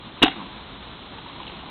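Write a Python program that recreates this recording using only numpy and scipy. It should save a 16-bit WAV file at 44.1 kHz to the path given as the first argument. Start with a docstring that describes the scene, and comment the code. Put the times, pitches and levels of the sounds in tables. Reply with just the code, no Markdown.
"""A stunt scooter drops off a ramp onto asphalt: a quick cluster of impacts excites the damped modes of
its deck, fork and bars, and the frame rattles. The wheels judder in stick-slip under the rider's weight,
then roll closer over grit, with small taps and a scrape. Ramps and trees return faint reflections, and
light wind blows. A small camera with a narrow band and a steady hiss overloads briefly on the slam."""
import sys
import numpy as np
from scipy import signal
from scipy.fft import rfft, irfft
from scipy.io import wavfile
from scipy.ndimage import uniform_filter1d

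SR = 44100
rng = np.random.default_rng(int(sys.argv[2]) if len(sys.argv) > 2 else 0)


def waveform_to_disk(signal):
    """Save audio, clipped to [-1, 1], as 16-bit WAV at the path in sys.argv[1]."""
    frames = np.transpose(np.atleast_2d(signal))
    scaled = np.clip(frames, -1, 1) * 32767
    samples = np.round(scaled).astype(np.int16)
    wavfile.write(sys.argv[1], SR, samples)


N = 74970

# Landing and rattle: start_s, thump_db, clank_db, knock_db, ring_db, crunch_re_modes_db
IMPACTS = [(.21891, -11.5, -29, -24, -35, 10), (.22437, -30, -12.5, -16, -13, 7.5),
           (.22857, -15.5, -10, -15.5, -14.5, 13.5), (.23353, -9.5, -36, 2, -10.5, -10),
           (.23607, 0, -7.5, -13.5, -19.5, 2), (.2457, -38, -10.5, -18, -19, 9),
           (.25725, -15.5, -17.5, -14, -20.5, 3), (.25963, -22, -6.5, -25, -51, -10),
           (.26502, -40, -22, -28.5, -32, 14), (.28, -18.5, -10.5, -15.5, -23.5, 5),
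           (.3155, -39, -50, -25.5, -38, 4)]
# Normal modes of deck, fork and bars: frequency_hz, level_db, t60_s
FRAME_MODES = [(56, -22, 0.053), (279.3, -25.5, 0.25), (311.6, -6.5, .071), (409, -21.5, 0.099),
               (719, -17.5, 0.1), (771, -16, 0.12), (1031, -10.5, 0.018), (1283, -12, 0.0099),
               (1546, -12, 0.024), (2210, -33, .025), (2652, -14.5, 0.097), (2868, 9, 0.016),
               (3120, -16, 0.024), (3330, -11.5, 0.12), (3718, -11, 0.13)]
# Breakpoints of an impact's force spectrum (thump, clank twice, knock twice, ring): frequency_hz
REGISTER_HZ = [430, 700, 780, 1000, 2250, 2600]
# Spectrum of crunching asphalt: frequency_hz, gain_db
CRUNCH_SPECTRUM = [(30, -18), (60, -15), (110, -22), (260, -1.5), (550, -14.5), (1000, -3), (1800, -9),
                   (2400, -9.5), (3000, -2), (3600, -2), (4200, -12)]
# Envelope of the wheel and fork vibration: time_s, level_db
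JUDDER_ENVELOPE = [(.335, -66), (.362, -42), (.378, -40), (.425, -42.5), (.445, -55), (0.531, -66)]
# Envelope of the slipping wheels' low whirr: time_s, level_db
WHIRR_ENVELOPE = [(.34, -55), (.368, -38.5), (.40, -38.5), (.44, -42), (.465, -43.5), (.49, -65)]
# Harmonics of the slip rate: harmonic_number, relative_db
WHIRR_HARMONICS = [(2, 0), (3, -1)]
# Envelope of the rolling noise as the scooter comes closer: time_s, level_db
ROLL_ENVELOPE = [(.22, -46), (.3, -39.5), (.5, -37.5), (.7, -46.5), (1.08, -51), (1.28, -42.5),
                 (1.5, -36.5), (1.56, -40), (1.7, -39)]
# Spectrum of the rolling noise: frequency_hz, gain_db
ROLL_SPECTRUM = [(40, -14), (100, -12), (160, -1.5), (290, 1), (520, -11), (980, 0.5), (1400, -16),
                 (2400, -8.5), (2900, -12.5), (4200, -9)]
# Envelope of the wheels' scrape in the turn: time_s, level_db
SCRAPE_ENVELOPE = [(1.1, -66), (1.38, -66), (1.44, -57), (1.49, -42.5), (1.54, -58), (1.61, -44.5),
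                   (1.7, -68)]
# Spectrum of the scrape and of the pebble clicks: frequency_hz, gain_db
SCRAPE_SPECTRUM = [(400, -13), (1500, -11), (2400, -6), (2900, 9.5), (3500, 0), (4200, -7)]
# Wheels striking pebbles and cracks: start_s, level_db, pitch_hz, click_db
PEBBLE_TAPS = [(1.184, -34.5, 918, -33.5), (1.261, -32.5, 944, -46), (1.297, -35, 1036, -53),
               (1.401, -29.5, 1010, -35), (1.43, -46, 1010, -38), (1.467, -46, 1010, -36),
               (1.477, -37, 887, -32.5), (1.497, -36.5, 830, -39), (1.634, -35, 730, -54)]
# Spectrum of the reflections from ramps and trees: frequency_hz, gain_db
REFLECTION_SPECTRUM = [(100, 1), (300, -17), (1000, -11), (2200, 7), (2850, -3), (3400, 2.5), (4000, 3)]
# Spectrum of light wind and microphone hiss: frequency_hz, gain_db
WIND_HISS_SPECTRUM = [(15, -20), (60, 4.5), (95, -1.5), (170, 0.5), (300, -2), (520, -8), (1150, -5),
                      (1700, -12.5), (2500, -13), (3400, -7.5), (4100, -9)]


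def frame_impacts(contact_s=0.0008, crunch_rise_s=0.00067, crunch_t60_s=0.035):
    """Modal superposition: each impact's force spectrum weights the frame's modes and a noisy crunch."""
    out, t = np.zeros(N), np.arange(SR // 3) / SR
    for start_s, thump_db, clank_db, knock_db, ring_db, crunch_db in IMPACTS:
        force_db = [thump_db, clank_db, clank_db, knock_db, knock_db, ring_db]
        ring = np.zeros(len(t))
        for hz, mode_db, t60_s in FRAME_MODES:
            onset_db = mode_db + np.interp(hz, REGISTER_HZ, force_db)
            ring += amp(onset_db - 60 * t / t60_s) * np.sin(2 * np.pi * hz * t)
        crunch = unit(colour(rng.standard_normal(len(t)), CRUNCH_SPECTRUM))
        crunch = colour(crunch, list(zip(REGISTER_HZ, force_db)))
        crunch *= amp(crunch_db - 60 * t / crunch_t60_s) * (1 - np.exp(-t / crunch_rise_s))
        add(out, start_s, ring * (1 - np.exp(-t / contact_s)) + crunch)
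    return out


def wheel_judder(slip_hz=110, reference_s=.374, slowing_per_s=3.5, jitter=.04):
    """Stick-slip: uneven slips, slowing as the load eases, shake wheel and fork and make a falling whirr."""
    t = np.arange(N) / SR
    start_s, end_s = JUDDER_ENVELOPE[0][0], JUDDER_ENVELOPE[-1][0]
    speed = np.exp(-slowing_per_s * (np.clip(t, start_s, end_s) - reference_s))
    cycles = np.cumsum(slip_hz * speed * (1 + jitter * wander(size=200))) / SR
    slips = np.exp(-(cycles % 1) / .3) * rng.standard_normal(N)  # one noise burst per slip
    wheel = unit(resonate(slips, hz=270 * speed, width_hz=320))
    fork = amp(15) * unit(resonate(slips, hz=960, width_hz=420))
    whirr = sum(amp(db) * np.sin(2 * np.pi * k * cycles) for k, db in WHIRR_HARMONICS)
    sound = unit(wheel + fork) * level(JUDDER_ENVELOPE) + unit(whirr) * level(WHIRR_ENVELOPE)
    return sound * (t > start_s) * (t < end_s)


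def rolling_wheels():
    """Roughness excitation: after touchdown the hard wheels rumble over grit and scrape in the turn."""
    rumble = unit(colour(grit(), ROLL_SPECTRUM)) * level(ROLL_ENVELOPE)
    scrape = unit(colour(grit(), SCRAPE_SPECTRUM)) * level(SCRAPE_ENVELOPE)
    touchdown_s = ROLL_ENVELOPE[0][0]
    return (rumble + scrape) * (np.arange(N) / SR > touchdown_s)


def grit(grains_per_s=1100, spread_db=4):
    """Shot noise: asphalt grains under the wheels give impulses of random time, sign and size."""
    size = amp(spread_db * np.minimum(rng.exponential(1, N), 3))
    return rng.choice([-1., 1.], N) * size * (rng.random(N) < grains_per_s / SR)


def pebble_taps(knock_rise_s=0.0021, click_rise_s=0.0019):
    """Impact transients: each pebble or crack gives a heavily damped knock and a gritty click."""
    out, t = np.zeros(N), np.arange(SR // 20) / SR
    knock_pulse, click_pulse = (t / rise * np.exp(1 - t / rise) for rise in (knock_rise_s, click_rise_s))
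    for start_s, level_db, pitch_hz, click_db in PEBBLE_TAPS:
        knock = amp(level_db) * knock_pulse * np.sin(2 * np.pi * pitch_hz * t)
        click = amp(click_db) * click_pulse * unit(colour(rng.standard_normal(len(t)), SCRAPE_SPECTRUM))
        add(out, start_s, knock + click)
    return out


def park_reflections(x, level_db=-16, t60_s=0.42, delay_s=0.023):
    """Diffuse scattering: ramps and trees return a delayed, exponentially decaying tail."""
    t = np.arange(SR) / SR
    tail = colour(rng.standard_normal(SR), REFLECTION_SPECTRUM) * amp(-60 * t / t60_s) * (t > delay_s)
    return amp(level_db) * signal.fftconvolve(x, tail / np.linalg.norm(tail))[:N]


def wind_and_hiss(level_db=-35, flutter_db=0.8):
    """Broadband noise: light wind and microphone hiss form a floor whose level flutters slightly."""
    noise = unit(colour(rng.standard_normal(N), WIND_HISS_SPECTRUM))
    return noise * amp(level_db + flutter_db * wander(size=1200))


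def amp(db):
    """Amplitude ratio of a level in decibels."""
    return 10 ** (np.asarray(db) / 20)


def unit(x):
    """Normalisation to rms 1."""
    return x / np.sqrt(np.mean(x ** 2) + 1e-20)


def level(points):
    """Amplitude envelope through points of time_s, level_db."""
    return amp(np.interp(np.arange(N) / SR, *np.transpose(points)))


def colour(x, points):
    """Spectral shaping by points of frequency_hz, gain_db."""
    hz, db = np.transpose(points)
    log_hz = np.log(np.fft.rfftfreq(len(x), 1 / SR) + 1)
    return irfft(rfft(x) * amp(np.interp(log_hz, np.log(hz), db)), len(x))


def wander(size):
    """Low-pass noise of rms 1, smoothed over size samples."""
    return unit(uniform_filter1d(uniform_filter1d(rng.standard_normal(N), size), size))


def add(mix, start_s, sound):
    """Superposition of a sound on the mix from start_s."""
    part = mix[max(round(start_s * SR), 0):][:len(sound)]
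    part += sound[:len(part)]


def resonate(x, hz, width_hz):
    """Resonance by heterodyning: a two-pole low-pass is shifted to follow the centre frequency hz."""
    carrier = np.exp(2j * np.pi * np.cumsum(hz * np.ones(N)) / SR)
    pole = np.exp(-np.pi * width_hz / SR)
    baseband = signal.lfilter([(1 - pole) ** 2], [1, -2 * pole, pole * pole], x / carrier + 1e-18)
    return (carrier * baseband).real


def scene():
    """Linear superposition of the scooter, its reflections and the noise floor, in mono."""
    scooter = frame_impacts() + wheel_judder() + rolling_wheels() + pebble_taps()
    return (scooter + park_reflections(scooter) + wind_and_hiss())[None]


def record(dry):
    """Band limiting and saturation: the camera cuts the treble, flattens peaks and filters again."""
    band_hz, edge_hz, ceiling = 4138, 15800, 0.76
    band_filter = signal.firwin(241, band_hz, window=("kaiser", 8), fs=SR)
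    edge_filter = signal.firwin(511, edge_hz, window=("kaiser", 9), fs=SR)
    narrow = signal.oaconvolve(dry, band_filter[None], "same")
    saturated = np.clip(narrow, -ceiling, ceiling)
    return signal.oaconvolve(saturated, edge_filter[None], "same")


dry = scene()
out = record(dry)
waveform_to_disk(out)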